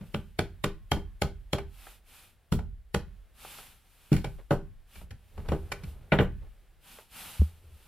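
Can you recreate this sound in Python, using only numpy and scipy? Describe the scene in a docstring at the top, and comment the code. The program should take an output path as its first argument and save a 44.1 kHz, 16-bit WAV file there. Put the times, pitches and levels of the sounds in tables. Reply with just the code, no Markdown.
"""A faint cloth rustle and a low drag over quiet room tone, then mallet blows drive a tight tenon into a frame.
Each blow layers a bouncing bench thud, ringing timber modes and a short stick-slip crack and snap.
Later the frame is shoved about and dropped back, with clacks, padded thumps and juddering scrapes.
Sleeve swishes are coloured noise that follows the arm's speed; folds of the jacket tick.
Decaying noise bands make the small workshop's reflections, and metal tools ring faintly along."""
import sys
import numpy as np
from scipy import signal
from scipy.fft import rfft, irfft, next_fast_len
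from scipy.io import wavfile
from scipy.ndimage import uniform_filter1d

SR = 44100
rng = np.random.default_rng(int(sys.argv[2]) if len(sys.argv) > 2 else 0)


def wav_out(sig):
    """Save sig, one row per channel (or a flat mono array), as 16-bit PCM at SR to the path in sys.argv[1]."""
    wavfile.write(sys.argv[1], SR, np.round(np.clip(np.atleast_2d(sig).T, -1, 1) * 32767).astype(np.int16))


N = 347067  # samples
RING = np.arange(SR) / SR  # s, one second in which a contact dies away

# Colour of the room tone: f/Hz, relative level/dB
ROOM_TONE_COLOUR = [(12, -20), (20, 7.5), (61, -1.5), (284, -24), (365, -22), (843, -25), (969, -29.5),
                    (1600, -26.5), (3310, -31), (6290, -41), (11000, -37), (14500, -40.5), (15800, -42.5)]
ROOM_TONE_DB = -61.5
# Stereo width of handling noise and room tone: f/Hz, side against mid level/dB
NEAR_WIDTH = [(60, -11.5), (200, -15.5), (700, -10), (2400, -16), (4400, -9), (8000, -0.5), (15000, -9)]

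# Shoves of the frame over the bench: t/s of top speed, speeding up/s, slowing down/s,
# rumble level/dB, scrape level/dB
SHOVES = [(0.04, 0.17, 0.15, -48, -62), (4.392, 0.016, .05, -58, -54), (5.05, .15, 0.21, -46, -76),
          (5.41, 0.13, 0.2, -45, -60), (5.54, 0.16, 0.078, -33.5, -54.5), (5.81, 0.41, 0.51, -41, -60),
          (6.429, .03, 0.096, -46, -63.5), (7.65, 0.75, 0.96, -53.5, -70.5)]
# Colour of the judder and of the gritty scrape: f/Hz, relative level/dB
RUMBLE_COLOUR = [(25, 8.5), (50, 2), (85, -1), (160, -9.5), (280, -23), (700, -75.5)]
SCRAPE_COLOUR = [(150, -17.5), (400, 2), (900, -8), (2500, -17), (6000, -33.5), (15000, -60)]
SPEED_POWER = 0.84  # a movement's loudness follows its speed to this power

# Arm movements that swish the sleeve: t/s of top speed, speeding up/s, slowing down/s, level/dB
SWISHES = [(0.08, .15, 0.38, -66.5), (1.875, 0.23, 0.16, -55), (2.15, 0.13, .25, -55.5),
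           (3.495, 0.18, 0.35, -48.5), (4.149, 0.6, 0.47, -63), (4.979, 0.14, 0.11, -57),
           (5.58, 0.59, 0.91, -66), (5.89, 0.093, 0.086, -65), (6.919, 0.14, 0.21, -53),
           (7.209, .14, .33, -45.5), (7.46, 0.16, 0.33, -64), (7.83, 0.26, 0.27, -64)]
# Colour of the sliding cloth: f/Hz, relative level/dB
CLOTH_COLOUR = [(240, 1), (400, -9.5), (445, -6.5), (644, -1.5), (696, -10), (752, 3), (1050, -2.5),
                (1310, 1.5), (1920, -3.5), (2570, 2.5), (3140, 1), (6280, -9), (10900, -2.5), (14900, -6.5),
                (15800, -31.5)]

# The frame rocks and an edge knocks on the bench: t/s, knock level/dB, hardness/dB per octave,
# thud level/dB, thud f/Hz
BUMPS = [(0.009, -58.5, 1.5, -40, 183), (0.966, -38, -3, -37.5, 205), (1.582, -37.5, 1.1, -38.5, 62),
         (2.588, -42.5, 0.3, -36.5, 83), (4.117, -35, 0, -17.5, 159), (4.128, -46.5, 5.5, -27.5, 280),
         (4.164, -49, 5, -30, 128), (4.243, -36, 1.5, -34.5, 138), (4.508, -22, -1.5, -22.5, 146),
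         (4.955, -59.5, 4, -47, 62), (5.011, -54.5, 0, -46, 62), (5.107, -58.5, 5, -41, 98),
         (5.377, -46, -0.15, -36.5, 86), (5.486, -39, 1.5, -29.5, 78), (5.518, -27.5, -1.7, -30, 167),
         (5.718, -36, 3.5, -47, 148), (5.835, -62, 6, -38.5, 165)]
# The frame falls flat, one end and then the other: same columns as BUMPS
DROP = [(6.120, -19.5, 1.5, -20.5, 167.3), (6.187, -28, 3, -25, 198), (6.198, -21.5, -2.2, -20.5, 112)]
# Mallet blows: t/s, force/dB against a full blow, thud level/dB, thud f/Hz
BLOWS = [(0.142, -7, -30, 161), (0.388, 0.5, -28, 127), (0.639, 0, -29, 126), (0.915, 1, -26, 122),
         (1.217, 1, -27.5, 110), (1.529, -0.5, -28.5, 138), (2.520, -6, -21.5, 114.5),
         (2.943, -0.5, -28.5, 205)]

# Resonances of bench and frame, retuned a little at each strike: f/Hz, relative level/dB, t60/s
BENCH_MODES = [(30.2, -22.5, 1), (44.56, -4, 0.69), (82.85, -2, 0.38), (106, -12, 0.073),
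               (127, -2.5, 0.049), (161.7, 0, .26), (181.3, -7.5, 0.38), (203, -2.5, 0.17),
               (218.4, -14, 0.065)]
TIMBER_MODES = [(331, -8, 0.23), (396, -3.5, 0.21), (428.4, 1.5, 0.072), (478.3, -1.5, 0.092),
                (591, -1.5, 0.15), (631, -7, .12), (743, -14, .08), (814.3, 3, 0.077), (1120, -10, 0.037),
                (1262, -3, 0.11), (1444, -8.5, 0.089), (1520, -2.5, 0.22), (1464, 3, 0.092),
                (1830, -7, .09), (1924, -14.5, 0.24), (2306, 2, 0.1), (2610, -9.5, 0.069), (2810, -10, 0.2),
                (3270, -5, .05), (3500, -13, 0.04), (4180, 4, .04)]
# Bending waves along the planks: f/Hz, relative level/dB
PLANK_COLOUR = [(40, -7), (100, -1.5), (190, -4.5), (260, -14.5), (400, -25), (900, -50)]
# Timber knock, before hardness tilts it: f/Hz, relative level/dB
KNOCK_COLOUR = [(100, -25.5), (200, -3.5), (380, 2.5), (800, -2), (1400, -8.5), (2200, -12), (5000, -52.5),
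                (15000, -82.5)]
# Loose wood clacking on the bench: f/Hz, relative level/dB
CLACK_COLOUR = [(500, -19.5), (1100, -7.5), (2300, 1.5), (3100, -4), (4000, -16.5), (5500, -36.5),
                (14000, -66)]
# Brighter crack of the joint, with a bite from the short tenon: f/Hz, relative level/dB
CRACK_COLOUR = [(600, -33), (1450, 3), (1850, 0), (2320, -0.5), (2650, -3), (3000, -4), (3270, 0.5),
                (3650, -9.5), (4060, -11.5), (5500, -27.5), (10000, -50.5)]
# Snap of the rubbing fibres: f/Hz, relative level/dB
SNAP_COLOUR = [(2000, -18), (4200, 1.5), (5500, -2), (8000, -8.5), (11000, -6), (16000, -21.5)]

# Levels of a full blow, the snap once the joint has bound
BLOW_KNOCK_DB, BLOW_CRACK_DB, BLOW_SNAP_DB = -26.5, -27.5, -37.5
# The tenon binds as it goes in, so the snap grows: shortfall at the start (dB), time to bind (s)
LOOSE_DB, BIND_S = -16, 0.17
# Loose wood: clack and snap against the knock (dB), and their rise with hardness (dB per dB/octave)
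CLACK_DB, CLACK_PER_HARDNESS = -11.5, 2.96
EDGE_SNAP_DB, FLAT_SNAP_DB, SNAP_PER_HARDNESS = -20.5, -41.5, 4.17
# Heavier thuds chatter more: thud where chatter equals the slip before grip (dB), slope (dB per dB)
HEAVY_THUD_DB, CHATTER_GROWTH = -31, 0.58
# Heavier landings are shorter: contact at HEAVY_THUD_DB (s), dB of thud that halve it, longest (s)
CONTACT_S, CONTACT_HALVING_DB, LONGEST_CONTACT_S = 0.0052, 10, 0.009

# Workshop reverberation: f/Hz, relative level/dB, t60/s
ROOM = [(40.4, 8.5, 0.96), (83, -11, 0.44), (186, -9, 0.41), (500, -8, 0.16), (1500, -14.5, 0.31),
        (4000, -14.5, 0.25), (12000, -11, 0.024)]
# Stereo spread of reflections and of the direct sound's phase: f/Hz, relative level/dB
WIDTH = [(50, -2.5), (110, -12.5), (200, -16), (380, -12.5), (700, -12.5), (1300, -5.5), (2500, -2.5),
         (5000, 1.5), (12000, 5.5)]
# Metal tools nearby, ringing in sympathy: f/Hz, relative level/dB, t60/s
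TOOL_MODES = [(1070, -9, 1), (1710, 1, 0.55), (2484, -0.5, .55), (2495, 5.5, 0.17)]

# Folds of the jacket flip over: t/s, level/dB
FOLDS = [(1.867, -51), (3.448, -47.5), (3.586, -52), (6.986, -51)]
# Dull tick of a fold: f/Hz, relative level/dB
FOLD_COLOUR = [(150, -19), (400, 0.5), (850, 1.5), (2200, -7.5), (5000, -29)]
# Padded thumps against the bench: t/s, level/dB, f/Hz, bounce/cycles
THUMPS = [(4.119, -24.5, 302, 0.37), (5.873, -38.5, 68.6, 1), (6.317, -37, 52.3, 1.6),
          (7.395, -15.5, 73.7, 0.94), (7.417, -30.5, 190, 0.77), (7.418, -39.5, 357, 0.3),
          (7.64, -49.5, 78.6, 1.4), (7.718, -48, 74.6, 0.92)]


def undb(db):
    """Decibels to gain."""
    return 10 ** (np.asarray(db) / 20)


def lookup(points, hz, axis=1):
    """Read a column of a table along log frequency."""
    table = np.array(points, float)
    return np.interp(np.log(np.maximum(hz, 1)), np.log(table[:, 0]), table[:, axis])


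def colour(x, points):
    """Minimum-phase filter with the given f/Hz, level/dB shape, so nothing sounds ahead of its cause."""
    size = 2 * next_fast_len(x.shape[-1])
    gain = undb(lookup(points, np.fft.rfftfreq(size, 1 / SR)))
    cepstrum = irfft(np.log(gain))
    # folding the cepstrum forward makes the filter causal
    cepstrum[1:size // 2] *= 2
    cepstrum[size // 2 + 1:] = 0
    response = np.exp(rfft(cepstrum))
    return irfft(rfft(x, size) * response)[..., :x.shape[-1]]


def unit(x):
    """Scale to rms 1."""
    return x / np.sqrt(np.mean(x ** 2))


def loudest(x, db, size=882):
    """Scale so that the loudest 20 ms have this level."""
    power = uniform_filter1d(x ** 2, size, mode="constant")
    return x * undb(db) / np.sqrt(power.max())


def through(x, response):
    """Pass a sound through an impulse response."""
    return signal.fftconvolve(x, response)[:len(x)]


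def add(track, s, sound):
    """Mix a sound into a track at time s."""
    start = max(int(s * SR), 0)
    track[start:start + len(sound)] += sound[:N - start]


def walk(rate):
    """Smoothed random drift with a spread near 1 and about this many steps a second."""
    k = int(SR / rate)
    steps = np.repeat(rng.standard_normal(N // k + 1), k)
    smooth = uniform_filter1d(uniform_filter1d(steps, k), k)
    return unit(smooth)[:N]


def stereo_noise(points):
    """Coloured noise whose two channels differ by NEAR_WIDTH."""
    mid, side = colour(rng.standard_normal((2, N)), points)
    spread = colour(side, NEAR_WIDTH) * np.array([[1], [-1]])
    return (mid + spread) / np.std(mid)


def room_tone():
    """Quiet coloured noise of the workshop, its level drifting slowly."""
    return stereo_noise(ROOM_TONE_COLOUR) * undb(ROOM_TONE_DB + 1.5 * walk(3))


def movement(s, rise_s, fall_s):
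    """Gain of one movement, which speeds up smoothly from rest and slows to rest again."""
    t = np.arange(N) / SR - s
    progress = np.clip(np.where(t < 0, -t / rise_s, t / fall_s), 0, 1)
    return np.sinc(progress) ** (2 * SPEED_POWER)


def drag():
    """The frame judders over the planks and crunches grains of sawdust."""
    judder = sum(undb(db) * movement(*timing) for *timing, db, _ in SHOVES)
    scrape = sum(undb(db) * movement(*timing) for *timing, _, db in SHOVES)
    rumble = stereo_noise(RUMBLE_COLOUR) * judder * undb(2 * walk(20))
    # uneven sample levels make the noise gritty
    grains = rng.standard_normal(N) * np.exp(0.82 * rng.standard_normal(N))
    crunch = unit(colour(grains, SCRAPE_COLOUR))
    return rumble + crunch * scrape * undb(2.3 * walk(70))


def sleeve():
    """Smooth jacket cloth slides over itself, its weave hissing with a slight flutter."""
    swish = sum(undb(db) * movement(*timing) for *timing, db in SWISHES)
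    return stereo_noise(CLOTH_COLOUR) * swish * undb(0.56 * walk(70))


def ring(modes):
    """Decaying modes of unit energy; pitch and weight vary with the spot that is struck."""
    hz, db, t60 = np.array(modes, float).T[:, :, None]
    shift, weight = rng.standard_normal((2, len(modes), 1))
    hz = hz * (1 + 0.01 * shift)
    db = db + 3 * weight
    decay = np.exp(-np.log(1000) * RING / t60)
    y = np.sum(undb(db) * decay * np.sin(2 * np.pi * hz * RING), 0)
    return y / np.linalg.norm(y)


def thud(hz, cycles, bench_db):
    """The struck mass bounces briefly on the planks and leaves the bench ringing."""
    phase = hz * RING  # cycles
    bounce = -np.sin(2 * np.pi * phase) * phase * np.exp(-phase / max(cycles, 0.2))
    return loudest(bounce, 0) + loudest(through(bounce, ring(BENCH_MODES)), bench_db)


def slips(length, grit, chatter_db, chatter_s, rise_s):
    """Surfaces stick and slip in a dense burst of tiny jerks, then chatter briefly."""
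    jerks = rng.standard_normal(len(RING)) * np.exp(grit * rng.standard_normal(len(RING)))
    burst = 1 / (1 + (RING / max(length, 0.001)) ** 8)
    rattle = undb(chatter_db) * np.exp(-RING / chatter_s)
    return jerks * np.minimum(RING / rise_s, 1) * (burst + rattle)


def strike(levels_db, hardness_db, thud_hz, crack_colour, slip_s, chatter_db, chatter_s, rise_s,
           cycles, bench_db, plank_db, timber_db):
    """One contact: bench thud, timber knock, and crack and snap of rubbing faces, at these four levels."""
    force = slips(slip_s, 0.27, chatter_db, chatter_s, rise_s)
    # the main shove rings the frame alongside the gritty slip
    timber = undb(timber_db) * ring(TIMBER_MODES) * np.minimum(RING / rise_s, 1)
    wood = force / np.linalg.norm(force) + timber
    # a harder contact drives the higher modes more
    knock_colour = [(hz, db + hardness_db * np.log2(hz / 500)) for hz, db in KNOCK_COLOUR]
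    knock = colour(wood, knock_colour)
    crack = colour(wood, crack_colour)
    fibres = slips(slip_s, 0.2, chatter_db - 6, 0.032, rise_s)
    snap = colour(fibres, SNAP_COLOUR)
    # bending waves run along the planks and come back jumbled
    jumble = rng.standard_normal(len(RING)) * RING * np.exp(-RING / 0.014)
    planks = colour(jumble, PLANK_COLOUR)
    low = loudest(thud(thud_hz, cycles, bench_db), 0) + loudest(planks, plank_db)
    return sum(loudest(part, db) for part, db in zip((low, knock, crack, snap), levels_db))


def chatter(thud_db):
    """Rattle after a thud in dB against the first slip; heavier thuds rattle more."""
    return CHATTER_GROWTH * (thud_db - HEAVY_THUD_DB)


def bump(knock_db, hardness_db, thud_db, thud_hz, snap_db):
    """Loose wood meets the bench; the harder the contact, the more it clacks and snaps."""
    clack_db = knock_db + CLACK_DB + CLACK_PER_HARDNESS * hardness_db
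    fibre_db = knock_db + snap_db + SNAP_PER_HARDNESS * hardness_db
    contact_s = CONTACT_S * 2 ** ((HEAVY_THUD_DB - thud_db) / CONTACT_HALVING_DB)
    return strike((thud_db, knock_db, clack_db, fibre_db), hardness_db, thud_hz, CLACK_COLOUR,
                  slip_s=min(contact_s, LONGEST_CONTACT_S), chatter_db=chatter(thud_db),
                  chatter_s=0.019, rise_s=0.0014, cycles=1.0,
                  bench_db=-4.5, plank_db=-5.0, timber_db=-11.0)


def blow(s, force_db, thud_db, thud_hz, grip_db):
    """The mallet slips the tenon a little; its snap grows as the joint binds, and grip damps the chatter."""
    snap_db = BLOW_SNAP_DB + LOOSE_DB * np.exp(-s / BIND_S)
    levels_db = thud_db, BLOW_KNOCK_DB + force_db, BLOW_CRACK_DB + force_db, snap_db + force_db
    return strike(levels_db, hardness_db=0.7, thud_hz=thud_hz, crack_colour=CRACK_COLOUR,
                  slip_s=0.0057, chatter_db=chatter(thud_db) + grip_db,
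                  chatter_s=0.017, rise_s=0.0048, cycles=0.43,
                  bench_db=3.0, plank_db=1.0, timber_db=-11.5)


def woodwork():
    """Edge bumps, mallet blows held short by the joint's grip, and the frame's flat drop."""
    track = np.zeros(N)
    for s, *row in BUMPS:
        add(track, s, bump(*row, EDGE_SNAP_DB))
    for s, *row in BLOWS:
        add(track, s, blow(s, *row, grip_db=-13))
    for s, *row in DROP:
        add(track, s, bump(*row, FLAT_SNAP_DB))
    return track


def close_by(x, scatter_db, lag_s):
    """Direct sound reaches the left channel a little later; the bench top scatters phase between the two."""
    size = next_fast_len(N)
    hz = np.fft.rfftfreq(size, 1 / SR)
    knots = np.linspace(0, SR / 2, 120)
    signs = np.interp(hz, knots, rng.choice([-1, 1], len(knots)))
    scatter = signs * undb(scatter_db + lookup(WIDTH, hz))
    phase = scatter + np.pi * hz * lag_s  # half the lag on each side
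    turn = np.exp(1j * phase * np.array([[-1], [1]]))
    return irfft(rfft(x, size) * turn, size)[:, :N]


def workshop(x, wide_db, build_s):
    """Reflections build up within milliseconds; the bass lingers longest."""
    hz = np.fft.rfftfreq(len(RING), 1 / SR)
    noise = rfft(rng.standard_normal((2, len(RING))))
    build = 1 - np.exp(-(RING / build_s) ** 2)
    tail = 0
    for centre in 2. ** np.arange(5, 15):  # Hz, overlapping octave bands
        band = np.clip(1 - abs(np.log2(np.maximum(hz, 1) / centre)), 0, 1)
        decay = np.exp(-np.log(1000) * RING / lookup(ROOM, centre, axis=2))
        echoes = irfft(noise * band, len(RING)) * decay * build
        echoes = echoes / np.linalg.norm(echoes, axis=1, keepdims=True)
        tail = tail + undb(lookup(ROOM, centre)) * np.sqrt(np.mean(band ** 2)) * echoes
    mid = through(x, tail[0])
    side = through(x, undb(wide_db) * colour(tail[1], WIDTH))
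    return np.array([mid + side, mid - side])


def tools(wood):
    """Metal tools nearby ring faintly in sympathy with the woodwork."""
    return undb(-36) * through(wood, ring(TOOL_MODES))


def folds():
    """A fold of stiff cloth flips over with a dull tick."""
    track = np.zeros(N)
    for s, db in FOLDS:
        flip = slips(length=0.0055, grit=0.55, chatter_db=-1, chatter_s=0.02, rise_s=0.001)
        add(track, s, loudest(colour(flip, FOLD_COLOUR), db))
    return track


def thumps():
    """Padded bumps are too slow to ring the frame; they come through the planks."""
    track = np.zeros(N)
    for s, db, hz, cycles in THUMPS:
        add(track, s, loudest(thud(hz, cycles, bench_db=-19), db))
    return track


def scene():
    """Room tone, handling sounds, and close woodwork with its reverberation and ringing tools."""
    handling = room_tone() + drag() + sleeve()
    wood = woodwork()
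    direct = close_by(wood, scatter_db=-2.5, lag_s=0.000016)
    reflections = workshop(wood, wide_db=-8.0, build_s=0.009)
    return handling + direct + reflections + tools(wood) + folds() + thumps()


def record(dry):
    """The microphone loses the deepest bass and the top of the treble."""
    low_cut = signal.butter(2, 22, "high", fs=SR, output="sos")
    top_cut = signal.ellip(10, 0.2, 80, 15900, fs=SR, output="sos")
    return signal.sosfilt(top_cut, signal.sosfilt(low_cut, dry))


dry = scene()
out = record(dry)
wav_out(out)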